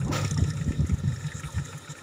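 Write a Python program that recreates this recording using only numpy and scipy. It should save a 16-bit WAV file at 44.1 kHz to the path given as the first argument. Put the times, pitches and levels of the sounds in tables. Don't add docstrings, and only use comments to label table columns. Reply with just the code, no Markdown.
import sys
import numpy as np
from scipy import signal
from scipy.io import wavfile
from scipy.ndimage import uniform_filter1d

SR = 44100
rng = np.random.default_rng(int(sys.argv[2]) if len(sys.argv) > 2 else 0)


def put_to_file(sound):
    columns = np.atleast_2d(sound).T
    safe = np.clip(columns, -1, 1)
    whole_steps = np.round(safe * 32767)
    wavfile.write(sys.argv[1], SR, whole_steps.astype(np.int16))


def field_ratio(decibels):
    return 10 ** (np.asarray(decibels, dtype=float) / 20)


N = 89170

# time in seconds, level in dB.
FLOW_LEVEL = [(0, -26), (.3, -31), (.6, -31), (.75, -31), (.87, -35), (1.0, -33.5), (1.2, -38.5),
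              (1.4, -44), (1.66, -46), (1.8, -50), (2.02, -53.5)]
# pitch in Hz, width in Hz, level in dB.
FLOW_MODES = [(53, 21.6, -5), (98.8, 25.6, 2), (136.5, 33.8, 1.5), (200.7, 30, -9.5), (276, 65, -16.5),
              (345.4, 145, -24)]
# crest in seconds, length in seconds, level in dB, eddies per second, sharpness in dB.
GUST_EVENTS = [(0.076, .056, -34, 76, -12), (0.098, 0.014, -25, 250, -8), (.252, .014, -29.5, 142, -8),
               (.316, .012, -29, 150, -5), (0.387, 0.014, -24.5, 210, -13), (.41, 0.02, -19.5, 173, -14.5),
               (0.422, 0.022, -13, 103, -16.5), (0.444, 0.015, -21.5, 96, -7.5),
               (.484, 0.028, -23.5, 167, -21), (0.509, 0.034, -27.5, 92, -20), (.667, 0.023, -30, 122, -3),
               (0.68, 0.0096, -20.5, 170, -23), (0.69, 0.02, -17.5, 73.4, -13.5),
               (0.709, 0.0073, -22, 237, -27), (0.744, 0.11, -42, 100, -3), (.793, 0.013, -19.5, 125, -21),
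               (.806, 0.019, -16.5, 127, -11.5), (0.82, .01, -22.5, 170, -23),
               (0.833, 0.041, -19.5, 78.4, -15.5), (0.845, 0.0075, -28.5, 196, -20),
               (0.898, .014, -25.5, 213, -12), (0.914, 0.0164, -23, 200, -25),
               (0.92, 0.0086, -20.5, 93, -13), (.931, 0.024, -15, 76, -33), (0.943, 0.0125, -21, 125, -16),
               (1.043, 0.013, -22.5, 180, -14), (1.057, 0.013, -20, 106, -27),
               (1.077, .014, -19.5, 119, -29), (1.1, .036, -23, 122, -26), (1.131, .022, -25.5, 100, -31),
               (1.352, 0.014, -24, 103, -29), (1.39, 0.028, -36, 104, -42), (1.463, 0.037, -31.5, 63, -21),
               (1.546, 0.013, -27, 100, -31), (1.573, 0.03, -20.5, 97, -36),
               (1.597, 0.016, -25.5, 135, -24), (1.619, 0.01, -24.5, 105, -25)]
# start in seconds, level in dB.
FIRING_EVENTS = [(0, -28), (0.048, -31), (0.119, -29.5), (0.182, -25.5), (.245, -33), (0.313, -25.5),
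                 (.372, -25.5), (0.434, -34), (0.474, -29.5), (0.501, -36), (0.571, -31.5), (.64, -32),
                 (0.785, -33), (0.896, -27.5), (.975, -34), (1.07, -28), (1.141, -37.5), (1.242, -29),
                 (1.434, -31), (1.577, -31.5), (1.639, -41.5), (1.74, -34), (1.889, -34)]
# time in seconds, level in dB.
RATTLE_LEVEL = [(0, -43.5), (.1, -56.5), (.3, -45), (.42, -45), (.62, -50), (.8, -50), (.93, -53.5),
                (1.08, -50), (1.3, -47), (1.5, -46), (1.83, -48.5), (2.02, -49)]
# pitch in Hz, width in Hz, level in dB.
CASING_MODES = [(253, 41.4, 4.5), (463, 103, -1.5), (680, 114, -19), (920, 91, -5), (1328, 158, 1.5),
                (1800, 114, 3), (2380, 290, -10), (3154, 280, -10.5), (3730, 353, -3), (5410, 510, -9.5),
                (7106, 980, -4.5), (9260, 1200, -15), (9860, 2800, -19.5), (15000, 470, -24.5)]
# start in seconds, peak level in dB, pitch in Hz, upper panel ring in dB.
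CLACK_EVENTS = [(0.014, -38, 1520, 2), (0.247, -36.5, 1260, 8.5), (0.365, -35.5, 880, -28),
                (0.366, -32, 1250, -25), (0.376, -31.5, 1880, -15), (0.392, -36, 620, -20),
                (0.44, -34.5, 1920, -2), (0.507, -34, 1830, -34), (0.572, -38, 1340, 1),
                (0.611, -33, 1800, -3.5), (0.683, -42, 1860, -20), (0.719, -33.5, 1980, -3.5),
                (0.731, -39, 1960, -3), (0.852, -39.5, 2000, -32), (0.895, -34, 2060, -9),
                (0.905, -41, 2310, -12), (0.943, -48, 1800, -20), (0.963, -43, 1220, -8),
                (1.076, -39, 1790, -21), (1.12, -35.5, 1850, -33), (1.16, -35.5, 1760, -30),
                (1.205, -35.5, 1800, -30), (1.241, -33.5, 1850, -6), (1.267, -37, 3730, -20),
                (1.282, -35, 1810, -3), (1.318, -30, 1793, -23), (1.395, -32, 1790, -18),
                (1.402, -36, 1330, -10), (1.445, -44.5, 1480, 5.5), (1.433, -35.5, 1390, 0.5),
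                (1.434, -33.5, 1900, -1), (1.484, -37.5, 950, -25), (1.545, -45, 2020, -11),
                (1.578, -40, 880, -28), (1.581, -37, 1400, -13), (1.582, -33, 1800, -1.5),
                (1.63, -55, 940, -20), (1.654, -36.5, 1850, -14), (1.688, -39, 500, -25),
                (1.727, -35.5, 1390, -1), (1.728, -38.5, 902, -15), (1.77, -40.5, 1310, -29),
                (1.8, -51, 1320, -18), (1.846, -38, 1800, -17), (1.875, -35.5, 1400, -1.5),
                (1.952, -39.5, 1450, 1), (1.987, -38, 1850, 2.5)]
# start in seconds, peak level in dB, pitch in Hz, upper ring in dB.
TICK_EVENTS = [(0.047, -41, 5880, 6), (0.0808, -44, 5670, 9), (0.181, -42, 5120, 1),
               (0.2128, -35.5, 5360, 5), (0.2462, -25.5, 5700, -3), (0.2776, -29.5, 5550, -3),
               (0.3098, -25.5, 6220, 1), (0.3417, -32.5, 5570, -0.5), (0.3755, -27.5, 5480, 0.5),
               (0.406, -41, 5610, 1), (0.4381, -37.5, 5410, 5), (0.4708, -40, 5790, -10),
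               (0.5022, -30.5, 5470, 1), (0.5352, -47, 5280, 11), (0.5697, -40, 5740, 4),
               (0.6425, -42, 6030, 6.5), (0.7183, -45, 5870, 8), (0.8051, -42, 5660, 3),
               (0.8939, -39, 6060, 5), (1.0755, -47, 5560, 6.5), (1.1199, -44.5, 5470, -1),
               (1.1613, -38.5, 5500, -13), (1.2401, -52, 5620, 1), (1.2664, -43, 5300, 5),
               (1.319, -44.5, 5660, 4.5), (1.5041, -48, 5540, 12), (1.5968, -47, 5980, 9.5),
               (1.6567, -52, 4970, 4)]
# time in seconds, level in dB.
BLIP_LEVEL = [
    (.06, -46),
    (.09, -33),
    (.11, -34),
    (.125, -28.5),
    (.16, -24),
    (.19, -28),
    (.21, -31.5),
    (.265, -35),
    (.32, -47.5),
]
# pitch in Hz, width in Hz, level in dB.
INTAKE_MODES = [(369, 203, 5.5), (497.6, 149, 7), (791, 476, 1.5), (1306, 160, -3), (1444, 1080, -10),
                (2386, 200, -10), (3390, 1500, -13), (5350, 1500, -13.5), (6780, 920, -13.5),
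                (8400, 2800, -28), (14900, 1000, -27.5)]
# start in seconds, level in dB.
PUFF_EVENTS = [(0.857, -50), (0.932, -54), (0.976, -48), (1.126, -56), (1.262, -61), (1.333, -50.5),
               (1.389, -45.5), (1.465, -48.5), (1.513, -42.5), (1.642, -46), (1.768, -43.5), (1.845, -57),
               (1.906, -48.5)]
# pitch in Hz, width in Hz, level in dB.
PUFF_MODES = [(6970, 1700, 4), (9540, 2900, -4.5), (11500, 4500, -26), (15200, 900, -17)]


def unit(x):
    return x / np.sqrt(np.mean(x ** 2) + 1e-18)


def curve(table):
    table = np.array(table)
    return field_ratio(np.interp(np.arange(N) / SR, table[:, 0], table[:, 1]))


def band(x, hz, width):
    upper = hz + width / 2
    edges = np.clip([hz * hz / upper, upper], 10, SR / 2.2)
    return signal.sosfilt(signal.butter(2, edges, "band", fs=SR, output="sos"), x)


def walk(rate):
    hold = int(SR / rate)
    steps = rng.standard_normal(400)[np.arange(N) // hold % 400]
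    slewed = uniform_filter1d(uniform_filter1d(steps, hold), hold)
    return unit(slewed - uniform_filter1d(slewed, 5 * hold))


def rings(x, modes, flicker_db, rate):
    total = np.zeros(N)
    for hz, width, db in modes:
        total += field_ratio(db + flicker_db * walk(rate)) * band(x, hz, width)
    return unit(total)


def add(out, start, x):
    i = max(int(start * SR), 0)
    out[i:i + len(x)] += x[:N - i]


def wind_rumble():
    flow = rings(rng.standard_normal(N), FLOW_MODES, 2.06, 9.14)
    return curve(FLOW_LEVEL) * field_ratio(0.28 * walk(15.86)) * flow


def wind_buffets():
    out = np.zeros(N)
    wobble = walk(60)
    grit = unit(band(rng.standard_normal(N), 250, 120))
    for crest_s, length_s, db, rate, sharp_db in GUST_EVENTS:
        start = crest_s - 0.8 * length_s
        n = np.arange(int(length_s * 1.576 * SR))
        at = np.clip(n + int(start * SR), 0, N - 1)
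        phase = 2 * np.pi * np.cumsum(rate * (1 + 0.079 * wobble[at])) / SR
        phase = phase - phase[len(n) // 2] + np.pi / 2 - 128 / rate
        sharp = field_ratio(sharp_db)
        crest = np.sin(phase) - 0.14 * np.cos(2 * phase) - 0.19 * sharp * np.sin(3 * phase)
        rough = 0.58 * sharp * grit[at] * (1 + 0.83 * np.sin(phase))
        add(out, start, 1.106 * field_ratio(db) * np.hanning(len(n)) * (crest + rough))
    return out


def exhaust():
    out = np.zeros(N)
    boom_hz, idle_from_s = 145.7, 0.7
    for start, db in FIRING_EVENTS:
        length_s, skew = (0.058, 0.31) if start < idle_from_s else (0.043, 0.73)
        u = np.arange(int(length_s * SR)) / (length_s * SR)
        swell = np.sin(np.pi * u ** skew) ** 0.65
        add(out, start, 1.27 * field_ratio(db) * swell * np.sin(2 * np.pi * boom_hz * length_s * u))
    return out


def casing_rattle():
    grain = rng.standard_normal(N) * field_ratio(2.22 * walk(45.46))
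    return curve(RATTLE_LEVEL) * rings(grain, CASING_MODES, 2.4, 16.54)


def knocks(table, rise_s, decay_s, spread, upper, snap, broad, trim_db):
    out, t = np.zeros(N), np.arange(3000) / SR
    envelope = np.exp(-t / decay_s) * (1 - np.exp(-t / rise_s))
    for start, db, hz, upper_db in table:
        burst = rng.standard_normal(len(t)) * envelope + snap * (t == 0)
        narrow = unit(band(burst, hz, spread * hz))
        hit = narrow + broad * unit(band(burst, hz, 4 * spread * hz))
        hit = hit / np.max(np.abs(hit))
        top = sum(field_ratio(mode_db) * unit(band(burst, f, width)) for f, width, mode_db in upper)
        top = top / np.max(np.abs(top))
        add(out, start, field_ratio(db + trim_db) * (hit + field_ratio(upper_db) * top))
    return out


def casing_clacks():
    return knocks(CLACK_EVENTS, rise_s=0.0006, decay_s=0.011, spread=0.17, upper=[(2397, 510, 0.1)],
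                  snap=7.1, broad=0.17, trim_db=-3.58)


def valve_ticks():
    upper = [(6800, 1300, 0.1), (8500, 900, -9), (3550, 500, -9)]  # Hz, width Hz, dB
    return knocks(TICK_EVENTS, rise_s=0.00063, decay_s=0.0046, spread=0.12, upper=upper,
                  snap=2.5, broad=0.044, trim_db=-1.55)


def throttle_blip():
    rasp = rng.standard_normal(N) * field_ratio(0.4 * walk(90))
    level = curve(BLIP_LEVEL)
    body_lead_s, opens_s, rise_s = 0.014, 0.1103, 0.013
    body = np.roll(level, -int(body_lead_s * SR)) * rings(rasp, INTAKE_MODES[:3], 1.5, 30)
    opened = np.clip((np.arange(N) / SR - opens_s) / rise_s, 0.2, 1)
    bright = opened * level * rings(rasp, INTAKE_MODES[3:], 0.8, 31.64)
    return field_ratio(-5.5) * (body + bright)


def idle_puffs():
    gate, length_s = np.zeros(N), 0.028
    for start, db in PUFF_EVENTS:
        add(gate, start, field_ratio(db) * np.hanning(int(length_s * SR)))
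    return gate * rings(rng.standard_normal(N), PUFF_MODES, 3.0, 40.95)


def engine():
    metal = casing_rattle() + valve_ticks() + idle_puffs()
    metal = metal - 0.6 * band(metal, 4500, 550)
    return exhaust() + casing_clacks() + throttle_blip() + metal


def scene():
    return (wind_rumble() + wind_buffets() + engine())[None]


def band_limit(x):
    return signal.sosfilt(signal.butter(12, 16730, fs=SR, output="sos"), x)


def record(dry):
    low_cut = signal.butter(3, 62, "high", fs=SR, output="sos")
    top_cut = signal.ellip(12, 0.3, 60, 15640, fs=SR, output="sos")
    mix = signal.sosfilt(top_cut, signal.sosfilt(low_cut, dry))
    return band_limit(mix)


dry = scene()
out = record(dry)
put_to_file(out)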